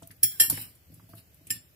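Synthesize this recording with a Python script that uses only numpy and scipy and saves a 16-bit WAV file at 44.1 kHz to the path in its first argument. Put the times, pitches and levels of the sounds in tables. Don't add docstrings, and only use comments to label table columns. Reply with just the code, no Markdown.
import sys
import numpy as np
from scipy import signal
from scipy.fft import rfft, irfft, next_fast_len
from scipy.io import wavfile
from scipy.ndimage import uniform_filter1d

SR = 44100
rng = np.random.default_rng(int(sys.argv[2]) if len(sys.argv) > 2 else 0)


def rack_gain(trim_db):
    fader = np.asarray(trim_db, float)
    return 10 ** (fader / 20)


def transcribe(u):
    v = np.clip(np.atleast_2d(u).T, -1, 1)
    q = np.round(v * 32767).astype(np.int16)
    wavfile.write(sys.argv[1], SR, q)


N = 77175


def clinks():
    # t/s, peak level/dB, rattle level/dB, rattle length [factor]
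    clink_table = [
        (0.231, -9, -8, 0.66),
        (.399, -3, -8.5, 1.4),
        (.4985, -11.5, -11.5, 0.38),
        (1.5044, -15.5, -8.5, 0.62),
    ]
    # f/Hz, level/dB per Hz
    rattle_colour = [(410, -60.5), (700, -41), (1770, -34), (2590, -20), (2840, -34.5), (5400, -11.5),
                     (6480, -11), (9990, -7), (16000, -23)]
    # f/Hz, level/dB, t60/s
    wall_modes = [(1752, -23.5, 0.12), (3258, -22.5, 0.31), (4404, -28, .07), (5430, -11.5, 0.15),
                  (7370, -10, .09), (8450, -26, .1), (10080, 9, .039), (10480, -13, .035),
                  (11780, -8, 0.059), (12090, -21, .15), (12410, 5.5, 0.063), (13160, -13.5, .12),
                  (14200, -14.5, .1), (15360, 0, 0.26)]
    floor_modes = [(1809, -11, 0.21), (2821, -14.5, 0.13), (3253, -13, .14), (5240, -8.5, .06),
                   (7460, -6.5, 0.11), (8180, -14, 0.095), (9800, -7, 0.14), (10330, -1.5, .07),
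                   (10560, -2, 0.042), (10740, -1.5, .08), (12160, -3, .08), (12210, -3, 0.069),
                   (12690, -4, 0.23), (15450, -7.5, 0.19)]
    glance_modes = [(4720, -20, 0.065), (6990, -22, 0.082), (7757, -14, 0.046), (8930, -6, 0.059),
                    (10100, -14, 0.066), (10570, -15, 0.065), (11800, -2, .04), (13050, 1, 0.063),
                    (14500, -12, .08), (14630, -7, .1)]
    rim_modes = [(1791, -13, 0.17), (2827, -12.5, 0.094), (4420, -18.5, 0.03), (5216, -7.5, 0.05),
                 (7368, -1.5, 0.064), (8650, -5, 0.034), (9760, -4, 0.051), (10030, 3.5, 0.027),
                 (10740, -2, 0.076), (11660, 0.5, 0.043), (12500, 0.5, 0.056), (13300, -21, .1),
                 (15100, -8, 0.053), (14680, -5, 0.1)]
    # t/s later, level/dB
    later_tines = [
        [(.003, 3.5), (.0085, -4.5), (.0215, -20)],
        [(.0038, -6), (.0072, -1), (.021, -9.5), (.0365, -13), (.062, -23.5)],
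        [(.0033, -3), (.0075, -1.5), (.017, -14.5)],
        [(.003, 0.5), (.008, -4.5), (.019, -10.5)],
    ]
    graze_s, graze_db = .003, -25.5
    split, split_db, split_t60 = .02, -8, .7
    rattle_t60, scatter_db = .092, 6

    out = np.zeros((2, N))
    swarm_hz = rng.uniform(np.sqrt(1400), np.sqrt(15600), size=100) ** 2
    places = (wall_modes, floor_modes, glance_modes, rim_modes)
    for modes, (s, db, rattle_db, length), later in zip(places, clink_table, later_tines):
        main_hz, main_db, main_t60 = np.transpose(modes)
        split_hz = np.repeat(main_hz, 3) * (1 + split * rng.standard_normal(3 * len(modes)))
        swarm_t60 = length * rattle_t60 * rng.uniform(.5, 1.5, len(swarm_hz))
        hz = np.r_[split_hz, swarm_hz]
        t60 = np.r_[split_t60 * np.repeat(main_t60, 3), swarm_t60]
        level = np.r_[np.repeat(main_db, 3) + split_db, along(rattle_colour, swarm_hz) + rattle_db]
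        first = [(-graze_s, graze_db), (0, 0)]
        for contacts in (first + list(later[1::2]), later[::2]):
            scatter = scatter_db * rng.standard_normal(len(hz))
            dense = ring(hz, level + scatter + db - 14, t60, .00043, apart(hz))
            bell = ring(main_hz, main_db + db - 15, main_t60, .0003, apart(main_hz), wander=.0000015)
            clink = room(dense + bell)
            for late, loss_db in contacts:
                add(out, s + late, rack_gain(loss_db) * clink)
    return out


def apart(hz):
    return 2.165 * np.clip(hz / 6000, 0, 1)


def ring(hz, db, t60, attack, spread, wander=0):
    t = np.arange(SR // 4) / SR
    lag = 5
    turn = np.c_[spread * rng.uniform(-1, 1, len(hz)) - np.pi * hz * lag / SR]
    shape = rack_gain(np.c_[db] - 60 * t / np.c_[t60]) * (1 - np.exp(-t / attack))
    phase = 2 * np.pi * np.c_[hz] * t
    if wander:
        drift = np.cumsum(rng.standard_normal(phase.shape), axis=1)
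        phase = phase + wander * np.c_[hz] * drift
    return np.array([(shape * np.sin(phase + side * turn)).sum(0) for side in (1, -1)])


def scrapes():
    # t/s, rise/s, hold/s, fall/s, level/dB
    strokes = [(0.499, 0.028, 0.1, 0.15, -43), (1.081, 0.02, 0.053, 0.076, -67),
               (1.155, 0.021, 0.027, 0.045, -58), (1.522, 0.011, 0.04, 0.034, -51),
               (0.26, 0.061, .07, .02, -52), (0.402, 0.015, .05, 0.023, -39.5),
               (0.879, 0.041, .12, 0.07, -70.5)]
    # f/Hz, level/dB per Hz
    glaze = [(410, -16), (700, -22.5), (2770, -12), (3460, -12), (5120, -9), (6920, -14), (8100, -10),
             (12800, -4), (16000, -7.5)]
    slips_per_s, slip_spread_db = 2500, 2
    patch_db = 4.5

    t = np.arange(N) / SR
    pressure = np.zeros(N)
    for s, rise, hold, fall, db in strokes:
        corners = np.cumsum([s, rise, hold, fall])
        pressure += rack_gain(db + np.interp(t, corners, [-14.5, 9.0, 5.0, -29], -99, -99))
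    slips = (rng.random(N) < slips_per_s / SR) * rack_gain(slip_spread_db * rng.exponential(size=N))
    grit = pair(N, lag=5) * (1 + uniform_filter1d(slips, size=60) * 60 / 12)
    z = signal.stft(grit, nperseg=512)[2]
    patches = uniform_filter1d(rng.standard_normal(z.shape[1:]), size=2, axis=0)
    patches = uniform_filter1d(patches, size=12, axis=1)
    grit = signal.istft(z * rack_gain(patch_db * unit(patches)), nperseg=512)[1][:, :N]
    coloured = filtered(grit, lambda f: rack_gain(along(glaze, f)))
    return room(pressure * unit(coloured))[:, :N]


def ticks():
    # t/s, peak level/dB, centre f/Hz, t60/s
    tick_table = [(.022, -50, 8700, .077), (.023, -55, 1400, .05), (.03, -55, 6000, .04),
                  (.031, -52, 3200, .027), (.073, -37, 12420, .023), (.106, -48, 1836, .059),
                  (.11, -53, 4500, .04), (.112, -44, 10900, .045), (.164, -54, 13200, .04),
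                  (.23, -41, 2130, .13), (.399, -43, 854, .1), (.4984, -34, 4700, .07),
                  (.4985, -40, 900, .09), (.4988, -13, 11000, .03), (.501, -41, 1500, .05),
                  (.571, -38, 11500, .04), (.575, -38, 1852, .038), (.578, -54, 800, .16),
                  (.6135, -30, 12800, .03), (.6175, -31, 12700, .03), (.621, -42, 8500, .04),
                  (.752, -53, 11000, .078), (.941, -48, 11140, .07), (.997, -55, 1010, .04),
                  (1.091, -52, 12000, .04), (1.135, -51, 1200, .04), (1.152, -48, 12040, .052),
                  (1.18, -61, 2720, .15), (1.344, -49, 12500, .03), (1.469, -41.5, 10000, .059),
                  (1.47, -58, 2570, .12), (1.498, -43, 11100, .062), (1.503, -34, 2500, .059)]
    width, rise_s = .55, .0006
    out, t = np.zeros((2, N)), np.arange(SR // 8) / SR
    for s, db, hz, t60 in tick_table:
        band = lambda f: 1 / (1 + ((f * f - hz * hz) / (f * hz * width + 1)) ** 2)
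        noise = pair(len(t), lag=3, alike=.8 - np.clip(2 * hz / 6000, 0, 1))
        envelope = rack_gain(db - 60 * t / t60) * (1 - np.exp(-t / rise_s))
        add(out, s, room(unit(filtered(noise, band)) * envelope))
    return out


def squeak():
    s, length_s, from_hz, to_hz, db = .31, .08, 1760, 1480, -62
    u, out = np.linspace(0, 1, int(length_s * SR)), np.zeros((2, N))
    phase = 2 * np.pi * np.cumsum(from_hz + (to_hz - from_hz) * u) / SR
    tone = rack_gain(db) * np.sin(np.pi * u) * np.sin(phase)
    add(out, s, room(np.array([tone, tone])))
    return out


def thuds():
    # t/s, counter level/dB, knock level/dB
    thud_table = [(0.023, -47.5, -52.5), (0.099, -49.5, -108), (0.231, -42, -45.5), (0.401, -45.5, -34),
                  (0.479, -44.5, -73), (0.499, -39, -50), (0.524, -36.5, -34.5), (0.574, -45, -40),
                  (0.608, -48, -67), (0.66, -52.5, -67), (0.898, -51.5, -52.5), (0.924, -53, -52),
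                  (0.968, -53, -72), (1.025, -51.5, -66), (1.093, -54.5, -60), (1.134, -48, -44.5),
                  (1.17, -54, -55), (1.412, -63, -56), (1.47, -57, -56), (1.502, -43.5, -45.5),
                  (1.554, -47, -89)]
    # t/s, level/dB
    rocks = [
        (.021, -44),
        (1.09, -55.5),
        (1.134, -46),
        (1.41, -61.5),
    ]
    # f/Hz, level/dB, t60/s
    counter = [(62.4, -8, 0.19), (107.65, 6, 0.18), (160.3, 2.5, 0.14), (259.5, -4.5, 0.17),
               (290, -8.5, 0.13)]
    knock = [(298.5, -2, 0.083), (506, -6.5, 0.044)]
    foot = [(465, -3, 0.029), (667.5, -5.5, 0.23), (883, -1, 0.024)]
    side_db, scatter_db = -11.5, 1.2

    # t/s, level/dB, modes, attack/s, detuning share
    pushes = [(s, db, counter, .003, .03) for s, db, _ in thud_table]
    pushes += [(s, db, knock, .001, .12) for s, _, db in thud_table]
    pushes += [(s, db, foot, .001, 0) for s, db in rocks]
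    out = np.zeros((2, N))
    for s, db, modes, attack, detune in pushes:
        hz, level, t60 = np.transpose(modes)
        scatter = rng.standard_normal((2, len(hz)))
        spread = rack_gain(side_db) * np.sqrt(hz / 150)
        level = db + level + scatter_db * scatter[1]
        add(out, s, ring(hz * (1 + detune * scatter[0]), level, t60, attack, spread))
    return out


def room(x):
    # f/Hz, t60/s
    decay = [(200, 0.66), (2000, 0.23), (8000, 0.3), (15000, 0.082)]
    wet_db, delay_s = -11, .0048
    hz, t, z = signal.stft(rng.standard_normal((2, SR // 3)), SR, nperseg=256)
    tail = signal.istft(z * rack_gain(-60 * t / along(decay, hz)[:, None]), SR, nperseg=256)[1]
    tail = np.pad(tail / np.linalg.norm(tail[0]), ((0, 0), (int(delay_s * SR), 0)))
    wet = rack_gain(wet_db) * signal.fftconvolve(x[:1], tail, axes=1)
    wet[:, :x.shape[1]] += x
    return wet


def hiss():
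    # f/Hz, level/dB per Hz
    hum_colour = [(18, -41.5), (30, -18), (76, 1), (178, -9.5), (226, -21.5), (276, -17.5), (467, -22.5),
                  (600, -25), (780, -52), (1320, -120)]
    hiss_colour = [(350, -39.5), (600, 1), (966, -9), (2070, -5), (2610, -4.5), (4140, -8), (10000, -8),
                   (13900, 0.5), (15500, -6.5)]
    # f/Hz, left-right likeness [correlation]
    likeness = [(60, 0.9), (240, 0.82), (950, 0.09), (3770, 0.01), (15000, 0.01)]
    turn = lambda f: np.arccos(np.clip(along(likeness, f), -1, 1)) / 2
    end = [(22000, -120)]
    hum_curve = list(hum_colour) + end
    hiss_curve = [(1, -120)] + list(hiss_colour) + end
    out = np.zeros((2, N))
    for curve, db in ((hum_curve, -60), (hiss_curve, -63.5)):
        colour = lambda f: rack_gain(along(curve, f)) * np.array([np.cos(turn(f)), np.sin(turn(f))])
        mid, side = filtered(rng.standard_normal((2, N)), colour)
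        out += rack_gain(db) * unit(np.array([mid + side, mid - side]))
    return out


def unit(x):
    return x / np.sqrt(np.mean(x ** 2) + 1e-20)


def along(points, hz):
    f, v = np.transpose(points)
    return np.interp(np.log(hz + 1), np.log(f + 1), v)


def filtered(x, response):
    n = x.shape[-1]
    m = next_fast_len(n + 8192)
    return irfft(rfft(x, m) * response(np.fft.rfftfreq(m, 1 / SR)), m)[..., :n]


def add(track, s, sound):
    i = int(round(s * SR))
    track[:, i:i + sound.shape[1]] += sound[:, :N - i]


def pair(size, lag, alike=-.2):
    a, b = rng.standard_normal((2, size))
    return np.array([np.roll(a, lag), alike * a + np.sqrt(1 - min(alike ** 2, 1)) * b])


def scene():
    # f/Hz, width/Hz, level/dB
    notch_table = [
        (6300, 450, -14),
        (8300, 250, -5),
        (14000, 350, -8),
    ]
    notches = lambda f: rack_gain(sum(db * np.exp(-((f - hz) / width) ** 2) for hz, width, db in notch_table))
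    return filtered(clinks() + scrapes(), notches) + ticks() + squeak() + thuds() + hiss()


def gate(x):
    shut_share, first_band, attack_db = .25, 12, 5
    z = signal.stft(x, SR, nperseg=2048)[2]
    power = uniform_filter1d(np.abs(z.mean(0)) ** 2, size=4, axis=1)
    power = power[:720].reshape(72, 10, -1).mean(1)
    under = np.log(power / uniform_filter1d(power, size=9, axis=0) + 1e-9)[first_band:]
    total = (np.abs(z[:, 100:]) ** 2).sum((0, 1))
    rising = total > rack_gain(2 * attack_db) * np.roll(total, 1)
    weak = under < np.quantile(under, shut_share, axis=0)
    shut = weak & ~(rising | np.roll(rising, 1))
    z[:, 10 * first_band:720] *= 1 - np.repeat(shut, 10, axis=0)
    return signal.istft(z, SR, nperseg=2048)[1][:, :N]


def low_pass(x):
    return signal.sosfilt(signal.butter(12, 16620, fs=SR, output="sos"), x)


def record(dry):
    low_cut_hz, top_hz = 42, 15900
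    low_cut = lambda f: (1j * f / (low_cut_hz + 1j * f)) ** 3
    colour = lambda f: np.clip((top_hz - f) / 400, 0, 1) ** 2 * low_cut(f)
    return low_pass(gate(filtered(dry, colour)))


dry = scene()
out = record(dry)
transcribe(out)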